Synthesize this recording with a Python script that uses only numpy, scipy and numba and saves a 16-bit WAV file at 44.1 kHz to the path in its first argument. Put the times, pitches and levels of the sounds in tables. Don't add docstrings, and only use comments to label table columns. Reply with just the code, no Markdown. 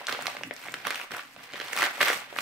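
import sys
import numpy as np
from scipy import signal
from scipy.fft import rfft, irfft
from scipy.io import wavfile
from scipy.ndimage import uniform_filter1d
from numba import njit

SR = 44100
rng = np.random.default_rng(int(sys.argv[2]) if len(sys.argv) > 2 else 0)


def natural_amplitude(level_db):
    exponent = np.asarray(level_db, float) / 20
    return 10 ** exponent


def wrap_up_sound(samples):
    columns = np.atleast_2d(samples).T
    tamed = np.clip(columns, -1, 1)
    steps = np.round(tamed * 32767).astype(np.int16)
    wavfile.write(sys.argv[1], SR, steps)


N = 106369


def curve(points, hz):
    p = np.array(points, float)
    return np.interp(np.log(np.maximum(hz, 1)), np.log(p[:, 0]), p[:, 1])


def colour(x, points):
    n = x.shape[-1]
    hz = np.arange(n // 2 + 1) * SR / n
    return irfft(rfft(x) * natural_amplitude(curve(points, hz)), n)


def unit(x):
    return x / np.sqrt(np.mean(x ** 2))


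def room_tone():
    # (frequency [Hz], density [dB per Hz])
    tone_spectrum = [(25, 1), (80, -4), (270, -0.5), (376, -13), (2020, 2), (16000, -23)]
    return unit(colour(rng.standard_normal((2, N)), tone_spectrum)) * natural_amplitude(-59.5)


def room(x):
    # (frequency [Hz], time to fall by 60 dB [s])
    decay_times = [(150, 0.17), (550, 0.21), (1500, 0.35), (6000, 0.28), (15000, 0.079)]
    room_db, delay_s = -5, 0.0018
    n = SR // 2
    t, tail = np.arange(n) / SR, 0
    for hz in 90 * 2. ** np.arange(8):
        mid, side = rng.standard_normal((2, n))
        share = min(hz / 1070.0, 1)
        noise = [mid + share * side, mid - share * side]
        sos = signal.butter(2, [hz / np.sqrt(2), hz * np.sqrt(2)], "band", fs=SR, output="sos")
        t60 = curve(decay_times, hz)
        norm = np.sqrt(t60 * SR / 14 * (1 + share ** 2))
        tail = tail + signal.sosfilt(sos, noise) * natural_amplitude(-60 * t / t60) / norm
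    tail = tail * np.clip(t / delay_s - 1, 0, 1)
    return natural_amplitude(room_db) * signal.fftconvolve(x.mean(axis=0)[None], tail)[:, :N]


def effort(column, t):
    # (time [s], small crackle and rustle level [dB],
    # their treble level [dB], level of the low rub on the table [dB])
    effort_points = [(0, -33, -75, -48), (0.062, -44, -76, -76), (.09, -28.5, -40.5, -48),
                     (.17, -36.5, -55, -52.5), (.25, -36.5, -54, -47), (.3, -36.5, -50.5, -57),
                     (.4, -43, -60, -50.5), (.48, -51, -77, -43.5), (.6, -43.5, -53, -65),
                     (.66, -35.5, -46.5, -50.5), (.69, -42.5, -55, -49), (0.824, -41, -58, -57.5),
                     (0.869, -29, -60, -44), (.95, -38.5, -52, -61), (1.04, -38, -51, -64),
                     (1.097, -50.5, -69, -70), (1.119, -33.5, -55, -40.5), (1.19, -35, -51, -65),
                     (1.24, -44.5, -55.5, -57.5), (1.355, -53, -59.5, -62), (1.37, -49, -82, -56),
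                     (1.44, -40, -48.5, -59), (1.5, -42.5, -64, -61), (1.545, -38.5, -67, -47.5),
                     (1.58, -39, -50, -55), (1.64, -36.5, -50.5, -54.5), (1.75, -34, -44, -54.5),
                     (1.81, -18, -29, -39.5), (1.859, -23, -40, -49), (1.888, -36, -51.5, -63),
                     (2, -35, -46, -51.5), (2.012, -19, -31.5, -40), (2.05, -24.5, -32.5, -48),
                     (2.088, -19.5, -34, -58), (2.16, -33, -38, -52), (2.278, -44, -69, -64),
                     (2.349, -40.5, -54, -53.5), (2.41, -31, -36.5, -46)]
    e = np.array(effort_points, float)
    return np.interp(t, e[:, 0], e[:, column])


def rustle():
    # (frequency [Hz], density [dB per Hz])
    slide_spectrum = [(200, -86), (350, -9.5), (660, -5.5), (1000, -7.5), (2100, 1), (4000, -10),
                      (7000, -22.5)]
    # (frequency [Hz], density [dB per Hz])
    treble_spectrum = [(2500, -16), (4500, 12.5), (9000, -23), (13000, 11), (16000, -33)]
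    # (frequency [Hz], density [dB per Hz])
    rub_spectrum = [(40, -39), (90, -10.5), (200, 0), (300, -2), (600, -33)]
    slide_db, treble_db, rub_db = -12, -13, -6.5
    flicker_db = 3.5
    t, hold, out = np.arange(N) / SR, SR // 120, 0
    flicker = np.repeat(rng.standard_normal(N // hold + 1), hold)
    flicker = uniform_filter1d(flicker, hold)[:N]
    layers = [(1, slide_spectrum, slide_db), (2, treble_spectrum, treble_db), (3, rub_spectrum, rub_db)]
    for column, shape, trim_db in layers:
        mid, side = unit(colour(rng.standard_normal((2, N)), shape))
        side = colour(side, [(200, -33), (1000, -6), (4000, 2.5)])
        gain = natural_amplitude(effort(column, t) + trim_db + flicker_db * flicker)
        out = out + np.array([mid + side, mid - side]) * gain
    return out


@njit
def rings(n, at, hz, cycles, size, swell):
    out = np.zeros(n)
    for k in range(len(at)):
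        s = (2j * np.pi - np.log(1000.) / cycles[k]) * hz[k] / SR
        i = int(np.ceil(at[k]))
        z, turn = size[k] * np.exp(s * (i - at[k])), np.exp(s)
        rate = hz[k] / SR / swell
        missing, shrink = np.exp(-rate * (i - at[k])), np.exp(-rate)
        for j in range(max(i, 0), min(n, i + int(cycles[k] * SR / hz[k]))):
            out[j] += z.imag * (1 - missing)
            z *= turn
            missing *= shrink
    return out


def creases(t, db, hz, overtone_db, tick_db, pouch_db, count):
    step_s, step_fade_db, tick_fade_db = 0.0010015, 5, 2.5
    panel_cycles, pouch_cycles, tick_cycles, swell_cycles = 5.5, 3., 16., .3
    panel_oct, overtone_oct, pouch_oct = 0.45, .2, 0.29
    overtone_ratio, pouch_hz, tick_lo_hz, tick_hi_hz = 1.815, 490, 5000, 15600
    lag_samples, lag_spread, pan_spread_db = 0.8, 1, 5.5
    c, u = rng.standard_normal((len(t), count, 6)), rng.random((len(t), count, 4))
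    later = np.arange(count) > 0
    step = (np.arange(count) + u[..., 0] - .5) * later
    at = (t[:, None] + step_s * step) * SR
    size = natural_amplitude(db[:, None] - step_fade_db * step) * np.sign(c[..., 0])

    stray = np.minimum(step / 2 + .1, 1)
    panel_hz = hz[:, None] * 2 ** (panel_oct * c[..., 1] * stray)
    overtone_hz = np.clip(overtone_ratio * panel_hz, 2000, 5000) * 2 ** (overtone_oct * c[..., 5])
    tick_hz = tick_lo_hz * (tick_hi_hz / tick_lo_hz) ** ((np.arange(3) + u[..., 1:]) / 3)
    tick_size = size * natural_amplitude(tick_db[:, None] - tick_fade_db * step)
    parts = [(panel_hz, panel_cycles * np.sqrt(panel_hz / 1500), size),
             (overtone_hz, panel_cycles, size * natural_amplitude(overtone_db)[:, None]),
             (pouch_hz * 2 ** (pouch_oct * c[..., 2]), pouch_cycles, size * natural_amplitude(pouch_db)[:, None])]
    parts += [(tick_hz[..., k], tick_cycles, tick_size) for k in range(3)]

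    lag = lag_samples + lag_spread * c[..., 3]
    pan = natural_amplitude(pan_spread_db * c[..., 4] / 2)
    ports = []
    for delay, gain in ((lag, pan), (0, 1 / pan)):
        port = np.zeros(N)
        for f, cycles, a in parts:
            port += rings(N, (at + delay).ravel(), np.clip(f, 60, 17000).ravel(),
                          (cycles + 0 * f).ravel(), (gain * a).ravel(), swell_cycles)
        ports.append(port)
    return np.array(ports)


def crackle(count=1700):
    trim_db, scatter_db = -2, 4.0
    pitch_hz, pitch_oct, pouch_db, overtone_db = 1600, 0.59, -16, -2
    u, c = rng.random((count, 2)).T, rng.standard_normal((count, 4)).T
    t = u[0] * N / SR
    db = effort(1, t) + trim_db - scatter_db * np.log(1 - .97 * u[1])
    tick_db = effort(2, t) - effort(1, t) + 3 * c[1]
    return creases(t, db, pitch_hz * 2 ** (pitch_oct * c[0]), overtone_db + 4 * c[3], tick_db,
                   pouch_db + 4 * c[2], count=2)


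def snaps():
    # (time [s], level [dB], central panel pitch [Hz], overtone level [dB],
    # tick level [dB], pouch level [dB]); the last three are relative to the snap's level
    snap_list = [(0.0143, -21, 840, -20, -28, -26), (0.0696, -12.5, 4000, 0.5, -20, -40),
                 (0.0804, -19, 1400, -16, -29, -20), (.085, -11, 1660, -8, -19, -40),
                 (.0942, -13, 1540, 1, -32, -12), (0.1129, -19, 1380, 0, -25, -15),
                 (0.1254, -13.5, 2000, 5, -28, -12), (.1281, -19.5, 590, -12, -28, -4),
                 (0.149, -16.5, 1310, -4, -27, -5.5), (.155, -21.5, 1900, 3, -29, -23),
                 (.1729, -24, 1850, -18, -29, -21), (.1907, -15.5, 780, -30, -41, -10),
                 (0.2015, -25, 1500, -8, -24, -31), (0.2118, -20, 1860, -6, -15, -32),
                 (.224, -22, 1570, -3, -7.5, -24), (0.2577, -14, 1410, -2, -13, -9),
                 (0.269, -12, 2320, 7.5, -8, -24), (0.2809, -14, 920, -14, -23, -18),
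                 (.306, -29, 1000, -10, -26, -30), (0.3506, -21, 910, -14, -28, -25),
                 (0.368, -16, 2040, -3.5, -37, -7), (0.4112, -22.5, 756, -16, -35, -4.5),
                 (0.4351, -11.5, 2300, -6, -28, -16.5), (0.5103, -14, 760, 1, -45, -10),
                 (0.539, -33, 2200, -7, 1, -30), (0.565, -28, 2260, 6.5, -16, -12),
                 (0.656, -22, 1520, -6, -19, -30), (.6675, -23, 800, 0.5, -25, -20),
                 (.685, -16, 1820, -26, -32, -5), (.722, -33, 603, -7, 0.5, -25),
                 (0.7414, -11.5, 1890, -0.5, -15, -6), (0.8519, -15.5, 1560, -1, -27, -26),
                 (.87, -9, 1560, -1.5, -11, -22), (.9064, -11, 1890, 0.5, -12, -34),
                 (0.9107, -11.5, 2180, -9, -30, -38), (.9257, -18, 1740, -1, -31, -38),
                 (0.9456, -20, 1700, 8, -11, -26), (0.957, -15, 2640, -9, -10.5, -33),
                 (0.9991, -19.5, 1400, 0, -30, -27), (1.0144, -15.5, 2120, -28, -15, -34),
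                 (1.1088, -21, 1290, -13, -23, -30), (1.1184, -23, 1320, -19, -4, -6),
                 (1.1479, -17.5, 1380, -13, -30, -37), (1.1676, -30.5, 1720, -14, 0, -30),
                 (1.1951, -16, 1770, -25, -38, -27), (1.364, -30, 1240, 4, -32, 3),
                 (1.536, -19.5, 2340, -0.5, -28, 1), (1.5424, -21.5, 2670, -12, -32, -1),
                 (1.5577, -22, 1800, 2.5, -36, -3), (1.6011, -16, 1940, 3, -25, -4),
                 (1.6123, -18, 1830, 0.5, -28, -16), (1.6165, -21, 1670, 3.5, -23, 1.5),
                 (1.628, -31, 1900, -3, -31, -10), (1.7305, -16, 2300, -5, -8, -14),
                 (1.7327, -13, 2100, -8, -7, -17), (1.765, -14, 1890, 3, -6, -20),
                 (1.7752, -14.5, 1600, 6.5, -7.5, -27), (1.7877, -10.5, 2340, 1, -13, -25),
                 (1.7972, -15, 1290, -11, -19, -36), (1.8121, -15, 1960, 5, -27, -21),
                 (1.8213, -2.5, 1950, -6, -30, -33), (1.8289, -4, 1330, -14, -18, -30),
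                 (1.8495, -15, 2000, -29, -35, -26), (1.8639, -14.5, 2010, 1, -11, -32),
                 (1.981, -21.5, 1000, -2, -29, -30), (2.0068, -3, 1700, -30, -45, -28),
                 (2.012, -2.5, 1770, 0, -42, -13), (2.0164, -7, 1620, 1.5, -35, -12),
                 (2.0298, -0.5, 1820, -20, -17, -18), (2.0719, -10, 1490, -19, -28, -27),
                 (2.0832, -4.5, 1900, -15, -13, -30), (2.1019, -5.5, 1700, -20, -22, -2),
                 (2.1149, -10, 1550, -22, -21, -20), (2.1309, -8, 1830, -18, -13, -11),
                 (2.327, -25, 556, -16, -27, -3.5), (2.3637, -15.5, 1420, -25, -28, -25),
                 (2.3876, -10, 1490, 3.5, -17, -23)]
    rise_s = .0004
    t, db, *colours = np.array(snap_list, float).T
    return creases(t - rise_s, db, *colours, count=5)


def scene():
    bass_cut = signal.butter(3, 416, "high", fs=SR, output="sos")
    paper = signal.sosfilt(bass_cut, snaps() + crackle()) + rustle()
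    return paper + room(paper) + room_tone()


def band_limit(x):
    return signal.sosfilt(signal.butter(12, 16980, fs=SR, output="sos"), x)


def record(dry):
    # (frequency [Hz], left over right [dB])
    port_difference = [(60, -2.5), (300, -2), (700, -0.7), (1300, -3.5), (2400, -0.2), (4400, -2.5),
                       (6000, -3), (8100, 10.5), (10500, 4.5), (15000, 5.5)]
    top_hz = 15700
    half = np.array(port_difference, float) * [1, .5]
    mix = np.array([colour(dry[0], half), colour(dry[1], half * [1, -1])])
    mix = colour(mix, [(top_hz, 0), (top_hz + 150, -30)])
    return band_limit(mix)


dry = scene()
out = record(dry)
wrap_up_sound(out)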